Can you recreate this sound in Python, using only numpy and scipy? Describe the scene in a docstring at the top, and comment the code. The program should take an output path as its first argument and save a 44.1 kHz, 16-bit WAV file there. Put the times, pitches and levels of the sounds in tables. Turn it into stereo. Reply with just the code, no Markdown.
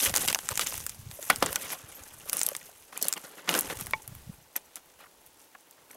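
"""Saw chain on a dry log

Outdoors among dead branches, a hand saw chain is dragged over a dry log and worked round it.
Teeth and links scrape the bark: tiny bursts of noise ring the wood and give a bright rasp. Twigs and bark snap
as short noise bursts; blows ring wood, a hollow branch and steel links; the links squeak as gliding whistles.
Gusts rumble on the microphone ports as low noise and swings, over a faint open-air hush and a thin high tone."""
import sys
import numpy as np
from scipy import signal
from scipy.fft import rfft, irfft, next_fast_len
from scipy.io import wavfile

SR = 44100
rng = np.random.default_rng(int(sys.argv[2]) if len(sys.argv) > 2 else 0)


def master(y):
    """Save y as 16-bit WAV."""
    cut = np.clip(np.atleast_2d(y).T, -1, 1)
    pcm = np.round(cut * 32767)  # scale
    wavfile.write(sys.argv[1], SR, pcm.astype(np.int16))


N = 262836
TIME = np.arange(N) / SR   # seconds
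LEFT_RIGHT = np.array([[1], [-1]])   # opposite signs for the two channels

# what the dead wood rings with when undamped: [f/Hz, level/dB, time to fall 60 dB/s]
WOOD = [(163.4, 1, 0.15), (272.4, -1, 0.078), (421, -3, 0.069), (565, -1, 0.047), (777, -4, 0.056),
        (886, -8, 0.079), (1103, -2, 0.0064), (1466, 0.5, 0.051), (1910, -2, 0.01), (2210, 3.5, 0.011),
        (2486, -3.5, 0.025), (2850, 4, 0.0061), (3430, -5.5, 0.011), (4230, -24, 0.034), (5040, -29, 0.015)]


def from_db(db):
    """Turn decibels into gain."""
    return 10 ** (np.asarray(db) / 20)


def rms_one(x):
    """Scale to an rms (average strength) of 1."""
    return x / np.sqrt(np.mean(x ** 2) + 1e-20)


def in_time(rows):
    """Draw straight lines between table rows: one curve a column, one value a sample."""
    s, *columns = np.transpose(rows)
    return [np.interp(TIME, s, column) for column in columns]


def at_hz(points, hz):
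    """Read a table over frequency, with straight lines on a log-frequency axis."""
    table_hz, values = np.array(points).T
    return np.interp(np.log(hz), np.log(table_hz), values)


def fft_grid():
    """Give a fast transform size and the frequency of each of its bins."""
    size = next_fast_len(N)
    return size, np.maximum(np.arange(size // 2 + 1) * SR / size, 1)


def colour(x, spectrum):
    """Filter a signal by a table of levels over frequency, then scale to rms 1."""
    size, hz = fft_grid()
    shaped = irfft(rfft(x, size) * from_db(at_hz(spectrum, hz)), size)
    return rms_one(shaped[..., :N])


def drift(rate_hz):
    """Wander slowly by chance: noise through two equal low-passes, rms 1."""
    r = np.exp(-2 * np.pi * rate_hz / SR)
    noise = rng.standard_normal(N + SR)
    slow = signal.lfilter([1], [1, -2 * r, r * r], noise)
    return rms_one(slow[SR:])   # the first second lets the filter settle


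def resonance(x, hz, width_hz):
    """Ring at one frequency: a two-pole band-pass with gain about 1 at its top."""
    r = np.exp(-np.pi * width_hz / SR)
    top = (1 - r * r) / 2
    angle = 2 * np.pi * min(hz, 0.45 * SR) / SR
    return signal.lfilter([top, 0, -top], [1, -2 * r * np.cos(angle), r * r], x)


def highpass(x, hz):
    """Take away the lows with a gentle two-pole filter."""
    return signal.lfilter(*signal.butter(N=2, Wn=hz, btype="high", fs=SR), x)


def add(out, sound, s):
    """Mix a short sound in at time s."""
    i = round(s * SR)
    out[..., i:i + sound.shape[-1]] += sound[..., :N - i]


def at_random(per_s):
    """Pick chance moments, each with two normal draws."""
    draws = rng.standard_normal((600, 2))
    times = np.cumsum(rng.exponential(1, 600)) / per_s
    return [(s, *row) for s, row in zip(times, draws) if s < N / SR - 0.03]


def swell(t, contact_s):
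    """Shape the force of a contact, which rises and then fades."""
    phase = t / max(0.5 * contact_s, 1e-4)
    return phase * np.exp(-phase)


def strike(push, modes, centre_hz, falloff_db):
    """Let a push ring every mode, less so far from the centre (dB per octave squared); peak 1."""
    ring = 0.45 * resonance(push, centre_hz, 1.73 * centre_hz)
    for k, (hz, level_db, t60) in enumerate(modes):
        width_hz = np.log(1000) / (np.pi * t60)   # a longer ring is narrower
        far_db = -falloff_db * np.log2(hz / centre_hz) ** 2
        gain = (-1) ** k * from_db(level_db + far_db) * np.sqrt(300 / width_hz)
        ring = ring + gain * resonance(push, hz, width_hz)
    return ring / np.abs(ring).max()


def hush():
    """Open air is steady noise, with a likeness of the two channels that changes with frequency."""
    # tone of the open air: [f/Hz, level per Hz/dB]
    air_tone = [(18, -44), (45, -7), (138, -12.5), (303, -1.5), (449, 0.5), (780, -2.5), (866, 2),
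                (988, -3), (1190, -8), (16000, -13)]
    # likeness of left and right: [f/Hz, likeness from 0 to 1]
    likeness = [(60, 0.99), (240, 0.71), (950, 0.14), (3770, 0.22), (15000, 0.95)]
    hush_db = -60
    mid, side = rng.standard_normal((2, N))
    side_db = [(hz, 10 * np.log10(np.clip((1 - alike) / (1 + alike), 1e-3, 1))) for hz, alike in likeness]
    size, hz = fft_grid()
    side = irfft(rfft(side, size) * from_db(at_hz(side_db, hz)), size)[:N]
    return from_db(hush_db) * colour(mid + side * LEFT_RIGHT, air_tone)


def whine():
    """A thin, steady, very high tone is one sine, the same in both channels."""
    whine_hz, whine_db = 15735, -78   # rms level ahead of the microphone's roll-off
    return np.sqrt(2) * from_db(whine_db) * np.sin(2 * np.pi * whine_hz * TIME)


def wind():
    """Gusts on the ports are lumpy low noise, partly each port's own, with short swings on top."""
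    # wind strength: [t/s, level/dB]
    wind_level = [(0.0, -55), (0.3, -50.5), (0.35, -62), (0.75, -56.5), (1.05, -55.5), (1.2, -65.5),
                  (1.4, -50), (1.7, -70.5), (2.1, -61.5), (2.9, -75), (3.45, -79), (3.7, -55.5),
                  (3.97, -52), (4.04, -73), (4.1, -52), (4.36, -58.5), (4.52, -78), (5.24, -74),
                  (5.63, -96), (5.96, -74)]
    # tone of the wind noise: [f/Hz, level per Hz/dB]
    gust_tone = [(25, -0.5), (70, 4), (130, -7.5), (220, -3), (400, -22)]
    # strong buffets, an eddy swinging the capsules a few times: [t/s, peak of the swing/dB, f/Hz]
    buffets = [(0.082, -34, 80.4), (0.127, -35.5, 98), (0.523, -34, 101), (0.751, -43, 99),
               (0.847, -42.5, 149), (0.999, -37, 104), (1.071, -34, 112), (1.098, -37.5, 127),
               (1.452, -38, 127), (1.845, -43.5, 111), (3.775, -39, 87.5), (3.822, -34, 150),
               (3.96, -42, 138), (4.085, -45, 110), (4.125, -38, 122), (4.275, -38.5, 120),
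               (4.299, -31, 162)]
    # weaker eddies come at random, their typical level following the wind
    eddies_per_s, eddy_over_wind_db, eddy_hz = 30.0, 5, 102.5
    mid, side = rng.standard_normal((2, N))
    lumps = from_db(1.3 * drift(3.9))
    wind_db, = in_time(wind_level)
    out = from_db(wind_db) * colour(lumps * (mid + 0.12 * side * LEFT_RIGHT), gust_tone)

    eddies = []
    for s, p, q in at_random(eddies_per_s):
        db = wind_db[int(s * SR)] + eddy_over_wind_db + 5.0 * p
        eddies.append((s, db, eddy_hz * 1.25 ** q))
    swings = buffets + eddies
    angles = rng.uniform(-np.pi, np.pi, (len(swings), 2))
    for (s, db, hz), (start, skew) in zip(swings, angles):
        near = slice(max(round((s - 0.06) * SR), 0), min(round((s + 0.06) * SR), N))
        cycles = (TIME[near] - s) * hz
        slowing = 1 - 0.048 * cycles   # the pitch falls a little
        phase = 2 * np.pi * cycles * slowing + start + 0.2 * skew * LEFT_RIGHT
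        out[:, near] += from_db(db) * np.exp(-(cycles / 0.74) ** 2) * np.sin(phase)
    return out


def squeaks():
    """Links squeak as short unsteady whistles gliding in pitch."""
    # squeaks: [t/s, length/s, start f/Hz, end f/Hz, typical peak level/dB]
    whistles = [(1.883, 0.025, 11800, 8800, -44), (1.945, 0.039, 12200, 14000, -44)]
    out = np.zeros(N)
    for s, length_s, from_hz, to_hz, db in whistles:
        t = np.arange(round(length_s * SR)) / SR
        hz = from_hz + (to_hz - from_hz) * t / length_s + 200 * drift(150)[:len(t)]
        gain = from_db(db + 2.5 * drift(120)[:len(t)]) * np.sin(np.pi * t / length_s)
        add(out, gain * np.sin(2 * np.pi * np.cumsum(hz) / SR), s)
    return out


def clinks():
    """Steel links clink together: a rough contact without lows rings the steel."""
    # clinks: [t/s, peak level/dB, centre of the ring f/Hz, contact length/s]
    touches = [(3.013, -24.5, 5000, 0.0053), (3.025, -17, 5000, 0.0024), (3.03, -19, 6500, 0.0011),
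               (3.042, -26, 4500, .005), (3.063, -33, 5000, .002), (4.5627, -15, 11500, 0.0016),
               (5.911, -35, 8000, 0.0017), (5.929, -49, 10100, .002), (5.945, -47, 10500, .004)]
    # what the links ring with: [f/Hz, level/dB, time to fall 60 dB/s]
    steel = [(4340, -2, .02), (5150, -1.5, .02), (6100, -3, 0.017), (7200, -4, 0.013), (8140, -2, .015),
             (10300, 1, .02), (11700, 9, 0.021)]
    out, t = np.zeros(N), np.arange(6000) / SR
    for s, db, centre_hz, contact_s in touches:
        push = highpass(rng.standard_normal(len(t)) * swell(t, contact_s), 3500)
        add(out, from_db(db) * strike(push, steel, centre_hz, falloff_db=12.0), s)
    return out


def hollow_tap():
    """One tap on a hollow dry branch: a sharp pulse with some roughness rings the branch."""
    # the tap: [t/s, peak level/dB]
    tap = (3.9335, -11.5)
    # what the branch rings with: [f/Hz, level/dB, time to fall 60 dB/s]
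    branch = [(608, -5.5, 0.032), (880, -2, 0.11), (1070, -1, 0.035), (1910, 5.5, 0.017), (2260, 10, 0.035),
              (2790, -13, 0.044), (3450, -5, 0.029), (4110, -13, .02)]
    out, t = np.zeros(N), np.arange(6000) / SR
    pulse = np.exp(-((t - 0.0015) / 0.00006) ** 2)
    rough = 0.15 * rng.standard_normal(len(t)) * swell(t, 0.0027)
    tap_s, tap_db = tap
    add(out, from_db(tap_db) * strike(pulse + rough, branch, 1130, falloff_db=1.5), tap_s)
    return out


def knocks():
    """Blows on dead wood: a rough contact, swelling then fading, rings the wood and shakes the log."""
    # blows: [t/s, peak level of the ring/dB, centre of the ring f/Hz, contact length/s]
    blows = [(0.057, -16.5, 2610, 0.0085), (0.282, -13, 3520, 0.0048), (0.357, -23, 1370, 0.00098),
             (0.6, -31, 1290, 0.0015), (0.609, -18.5, 3740, 0.0084), (1.186, -34, 590, 0.0047),
             (1.298, -7, 1660, 0.0065), (1.423, -7.5, 620, 0.0048), (1.501, -38, 565, 0.0073),
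             (1.557, -20.5, 2030, 0.0034), (1.727, -30.5, 1780, 0.0034), (2.256, -41.5, 450, 0.0048),
             (2.477, -35.5, 636, 0.002), (2.515, -32, 570, 0.0022), (2.613, -37.5, 1950, 0.0021),
             (2.688, -47, 676, 0.0048), (2.926, -36, 1164, 0.0016), (2.963, -37.5, 2400, 0.0052),
             (3.013, -36, 394, 0.01), (3.049, -34.5, 400, 0.0034), (3.474, -23, 1600, 0.0065),
             (3.4905, -11, 2870, 0.0013), (3.698, -24, 1090, 0.005), (4.556, -30, 1746, 0.0028),
             (4.996, -47, 1170, 0.005), (5.01, -53, 1580, 0.008), (5.036, -49, 1600, 0.0036),
             (5.039, -44, 1130, 0.0025), (5.057, -46.5, 1240, 0.0055), (5.548, -41, 1090, 0.003),
             (5.5485, -39, 1640, 0.0035), (5.905, -41.5, 1800, 0.0034), (5.927, -47, 1700, 0.0043),
             (5.942, -47, 635, .01)]
    # weaker blows are soft touches on small pieces: dull, damped, ringing at their own pitch
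    soft_db, soft_range_db = -34, 3.5
    thud_hz, thud_db = 222, -22.5   # every blow shakes the whole log; gain relative to the blow
    out, t = np.zeros(N), np.arange(6000) / SR
    thud_shape = (1 - np.exp(-t / 0.0066)) * np.exp(-t / 0.011)
    thud = from_db(thud_db) * thud_shape * np.sin(2 * np.pi * thud_hz * t)
    for s, db, centre_hz, contact_s in blows:
        soft = 1 / (2.5 + np.exp((db - soft_db) / soft_range_db))   # from 0 (hard) to 0.4
        push = rng.standard_normal(len(t)) * swell(t, contact_s)
        own_pitch = resonance(push, centre_hz, 0.46 * centre_hz)
        push = (1 - soft) ** 2 * push + 3.3 * soft * own_pitch
        damping = max(1 - 0.9 * soft, 0.1)
        modes = [(hz, level_db, t60 * damping) for hz, level_db, t60 in WOOD]
        modes.append((centre_hz, 20 * soft - 8, 0.03))
        add(out, from_db(db) * (strike(push, modes, centre_hz, falloff_db=7.5) + thud), s)
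    return out


def snaps(rasp_gain):
    """A crack of noise builds in a fraction of a ms and dies in a few, with a duller woody tick."""
    # twigs, bark and links snapping: [t/s, crack peak/dB, crack colour f/Hz, woody tick re crack/dB]
    breaks = [(0.034, -11, 6530, -23), (0.0402, -17, 11000, -20), (0.0502, -13, 7560, -11),
              (0.0614, -12, 7050, -21), (0.0955, -17, 7000, -15), (0.14, -13.5, 8500, -1),
              (0.1535, -11, 7460, -16), (0.1622, -2, 7450, -16), (0.1718, -6, 8740, -14),
              (0.1797, -10, 8200, -7), (0.2156, -18, 7500, -15), (0.2443, -18, 10300, -12),
              (0.2776, -10, 10300, -10.5), (0.2845, -10.5, 8200, -8), (0.328, -11, 10700, -6.5),
              (0.347, -6.5, 7050, -6.5), (0.3886, -17.5, 8400, -4.5), (0.4891, -8.5, 8300, -9.5),
              (0.5557, -14.5, 7100, -17), (0.5751, -8.5, 8200, -7), (0.5941, -13, 8200, 0.5),
              (0.6705, -12, 7500, -14), (0.7241, -27.5, 8800, 2), (0.7414, -23, 7100, -3.5),
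              (0.7783, -17, 8100, -13), (0.803, -23, 6000, -10), (0.865, -10.5, 8500, -14.5),
              (0.8945, -16.5, 9200, -16), (1.1129, -26.5, 7900, -6.5), (1.2273, -22.5, 7160, -13),
              (1.3012, -4.5, 11500, -9.5), (1.3598, -14.5, 8400, -16), (1.426, -13, 5900, 4),
              (1.461, -10.5, 8900, -28), (1.4645, -17.5, 5900, -3), (1.5285, -12, 10500, -9),
              (1.5582, -7, 7700, -20), (1.7028, -23.5, 7310, -0.5), (1.7326, -20, 11500, -28),
              (2.0358, -28.5, 6840, -18), (2.2963, -9.5, 8300, -18), (2.3307, -9, 10300, -12),
              (2.369, -8.5, 10700, -34), (2.3927, -10, 10200, -31), (2.4143, -9.5, 7500, -8.5),
              (2.4321, -5.5, 9500, -31), (2.4649, -4.5, 11600, -40), (2.488, -10, 11300, -15.5),
              (2.5505, -22, 9300, 2), (2.5653, -16.5, 8540, -33), (2.9757, -13.5, 10700, -14.5),
              (3.0257, -6.5, 12200, -32), (3.0442, -22, 11000, -11), (3.0532, -18, 11500, -10),
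              (3.0705, -21, 9000, -13), (3.0838, -3, 11300, -26), (3.1265, -5, 7900, -17.5),
              (3.1371, -13.5, 8200, -12.5), (3.1778, -23.5, 8360, -8), (3.491, -15.5, 5430, 2),
              (3.513, -20, 7750, -4), (3.5403, -14.5, 9150, -0.5), (3.55, -17, 7000, 1),
              (3.5764, -20, 10300, -7.5), (3.59, -4, 11200, -20), (3.5952, -11, 10200, -24),
              (3.609, -10, 11000, -37), (3.771, -22.5, 8500, -10), (3.8103, -15.5, 11200, -18),
              (3.8608, -24, 9200, -21), (3.8683, -19.5, 11300, -8.5), (3.9094, -22.5, 10700, -9.5),
              (4.0773, -22, 12000, -18.5), (4.1505, -29.5, 12200, -9.5), (4.5635, -15, 12100, -18.5),
              (4.7574, -21, 10700, -20), (5.7106, -31, 11600, -25.5), (5.899, -42, 10500, -20)]
    small_per_s, small_over_rasp_db = 30.0, 12   # the faint crackle follows the rasp
    out, t = np.zeros((2, N)), np.arange(900) / SR
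    small = []
    for s, p, q in at_random(small_per_s):
        rasp_db = 20 * np.log10(rasp_gain[int(s * SR)])
        small.append((s, rasp_db + small_over_rasp_db + 2.7 * p, 8500 * 1.38 ** q, -9))
    for s, db, hz, wood_db in breaks + small:
        a, b = rng.standard_normal((2, len(t)))
        fade = np.exp(-t / 0.00033) + 0.038 * np.exp(-t / 0.0045)
        burst = a * (1 - np.exp(-t / 0.00039)) * fade
        crack = resonance(burst, hz, 2000) + 0.26 * np.diff(burst, prepend=0)
        crack = highpass(crack, 3200)   # thin pieces radiate no lows
        tick = resonance(b * (1 - np.exp(-t / 0.0002)) * np.exp(-t / 0.0015), 760, 2320)
        snap = crack / np.abs(crack).max() + from_db(wood_db) * tick / np.abs(tick).max()
        snap = from_db(db) * snap
        # each arrives a little earlier and louder at one port
        turn = rng.standard_normal()
        add(out, snap + turn * (0.24 * np.gradient(snap) + 0.06 * snap) * LEFT_RIGHT, s)
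    return out


def effort():
    """Each drag bites, holds and fades over the rustle; gives scrape gain, its pitch and rasp gain."""
    # rustle of chain and hands on the bark between drags: [t/s, woody scrape level/dB, rasp level/dB]
    rustle = [(0.0, -38.5, -25), (0.16, -56, -50), (0.33, -53, -46.5), (0.73, -50.5, -40), (0.9, -58, -48),
              (1.03, -63, -60), (1.14, -55, -51), (1.53, -43.5, -41.5), (1.78, -51.5, -50.5),
              (2.24, -56.5, -53), (2.44, -47.5, -40.5), (2.62, -58, -54.5), (2.94, -63.5, -59),
              (3.1, -53.5, -49.5), (3.42, -55.5, -58.5), (3.67, -45, -45), (4.1, -61, -62.5),
              (5.39, -69, -65), (5.96, -63.5, -69)]
    # single drags: [t/s, length/s, woody scrape level/dB, pitch centre f/Hz, rasp level/dB]
    drags = [(0.0, 0.099, -36.5, 2350, -34), (0.134, 0.12, -36, 1520, -33), (0.27, 0.034, -35.5, 2000, -30),
             (0.495, 0.029, -39.5, 1750, -40), (0.59, 0.045, -39.5, 1800, -34),
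             (0.653, 0.029, -46, 2420, -31.5), (1.203, 0.092, -66, 1500, -46),
             (1.295, 0.034, -32.5, 1390, -49), (1.418, 0.092, -36.5, 1610, -54),
             (1.587, 0.16, -44, 1880, -41), (2.252, 0.039, -49.5, 1900, -46.5),
             (2.31, 0.086, -42, 1380, -39), (2.917, 0.089, -49.5, 2000, -51),
             (3.007, 0.1, -48.5, 1950, -49), (3.157, 0.0084, -33, 1620, -45),
             (3.234, 0.011, -40, 1450, -47.5), (3.366, 0.032, -41, 1400, -58),
             (3.478, 0.049, -31, 1640, -37.5), (3.53, 0.06, -31, 1140, -34),
             (3.604, 0.068, -41.5, 590, -43), (3.699, 0.03, -37.5, 1040, -42.5),
             (3.781, 0.042, -42.5, 1490, -40.5), (4.014, 0.04, -61, 1310, -52.5),
             (4.554, 0.012, -44, 1300, -39), (4.754, 0.016, -45.5, 1440, -48),
             (4.982, 0.056, -52.5, 1600, -62), (5.253, 0.016, -76, 1120, -59),
             (5.383, 0.063, -80, 1260, -59.5), (5.717, 0.023, -76, 1200, -61),
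             (5.898, 0.07, -56, 1000, -60)]
    rustle_hz = 1420   # pitch centre of the rustle
    rise_s, fall_s = 0.01, 0.011   # time to bite; time constant of the fade
    wood_db, rasp_db = in_time(rustle)
    wood_power, rasp_power = from_db(2 * wood_db), from_db(2 * rasp_db)
    pitch_sum = wood_power * np.log(rustle_hz)   # the stronger sound pulls the pitch more
    for s, length_s, drag_db, hz, bright_db in drags:
        bite = np.clip((TIME - s) / rise_s, 0, 1)
        fade = np.exp(-np.maximum(TIME - s - length_s, 0) / fall_s)
        shape = (bite * fade) ** 2
        drag_power = from_db(2 * drag_db) * shape
        wood_power = wood_power + drag_power
        rasp_power = rasp_power + from_db(2 * bright_db) * shape
        pitch_sum = pitch_sum + drag_power * np.log(hz)
    return np.sqrt(wood_power), np.exp(pitch_sum / wood_power), np.sqrt(rasp_power)


def grains(per_s, spread_db, grain_s, clump_db):
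    """Tiny fibres break at random, in clumps, each a short puff of noise."""
    born = rng.random(N) < per_s * from_db(clump_db * drift(25)) / SR
    sizes = born * from_db(spread_db * np.minimum(rng.exponential(1, N), 4))
    puffs = signal.lfilter([1], [1, -np.exp(-1 / (grain_s * SR))], sizes + 1e-18)
    return puffs * rng.standard_normal(N)


def tooth_catches():
    """Steel teeth catch on the bark: grains in six bands, each band coming and going."""
    catches = 0
    for hz in (3490, 5200, 6500, 8650, 11000, 14100):
        bursts = grains(per_s=350.0, spread_db=1.0, grain_s=0.0013, clump_db=4.0)
        catches = catches + resonance(bursts, hz, 0.46 * hz) * from_db(2.14 * drift(24.0))
    return catches


def scrape(wood_gain, wood_hz, rasp_gain):
    """Dragging rings the wood's modes, damped by the contact, and the catching teeth rasp high up."""
    # tone of the bright rasp: [f/Hz, level per Hz/dB]
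    rasp_tone = [(2650, 1.5), (4500, -10), (6220, -1.5), (7180, -4), (11900, 0), (16000, -9.5)]
    rasp_width = 0.12   # share of the rasp that differs between the ports
    drag = grains(per_s=830.0, spread_db=4.0, grain_s=0.0049, clump_db=1.5)
    catches = tooth_catches()
    wood, power = 0, 0
    for k, (hz, *_) in enumerate(WOOD):
        # modes near the scraped piece's pitch lead, each coming and going
        slope_db = np.where(hz > wood_hz, 2.5, 0.8)
        share = from_db(-slope_db * np.log2(hz / wood_hz) ** 2 + 2.4 * drift(30.0))
        ring = resonance(resonance(drag, hz, 0.16 * hz), hz, 1.38 * hz)
        wood = wood + (-1) ** k * share * rms_one(ring)
        power = power + share ** 2
    rasp = colour(catches + rasp_width * np.roll(catches, 37) * LEFT_RIGHT, rasp_tone)
    return wood_gain * wood / np.sqrt(power) + rasp_gain * rasp


def ports(x):
    """Two close ports hear the same source, shifted in phase and slightly louder on the left."""
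    # phase between the ports: [f/Hz, lead of the left/radians]
    port_phase = [(0, 0), (6030, 0.14), (8700, 0.61), (14000, 0.57), (16500, 0.49)]
    size, hz = fft_grid()
    half_lead = at_hz(port_phase, hz) / 2
    shifted = irfft(rfft(x, size) * np.exp(1j * half_lead * LEFT_RIGHT), size)[:, :N]
    return shifted * from_db(0.2 * LEFT_RIGHT)


def clearing(x):
    """A nearby trunk gives an early echo: its treble lags differently on each side, its bass alike."""
    # echo: [left delay/s, right delay/s, level/dB]
    echoes = [(.0058, 0.0025, -17.5)]
    low = signal.sosfilt(signal.butter(1, 3000, fs=SR, output="sos"), x)
    out = x.copy()
    for left_s, right_s, db in echoes:
        bass_lag = round(left_s * SR)
        for side, lag_s in enumerate((left_s, right_s)):
            lag = round(lag_s * SR)
            out[side, lag:] += from_db(db) * (x - low)[side, :-lag]
            out[side, bass_lag:] += from_db(db) * low[side, :-bass_lag]
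    return out


def scene():
    """Work on the log in the clearing, with wind, hush and the high tone."""
    wood, wood_hz, rasp = effort()
    blows = knocks() + clinks() + hollow_tap()
    work = scrape(wood, wood_hz, rasp) + snaps(rasp) + blows + squeaks()
    return clearing(ports(work)) + wind() + hush() + whine()


def record(dry):
    """The microphone rolls off at the very top, then a steep cut removes what lies above."""
    soft = signal.sosfilt(signal.butter(10, 15900, fs=SR, output="sos"), dry)
    # at least 70 dB down from 17000 Hz upward
    return signal.sosfilt(signal.cheby2(12, 70, 17000, fs=SR, output="sos"), soft)


dry = scene()
out = record(dry)
master(out)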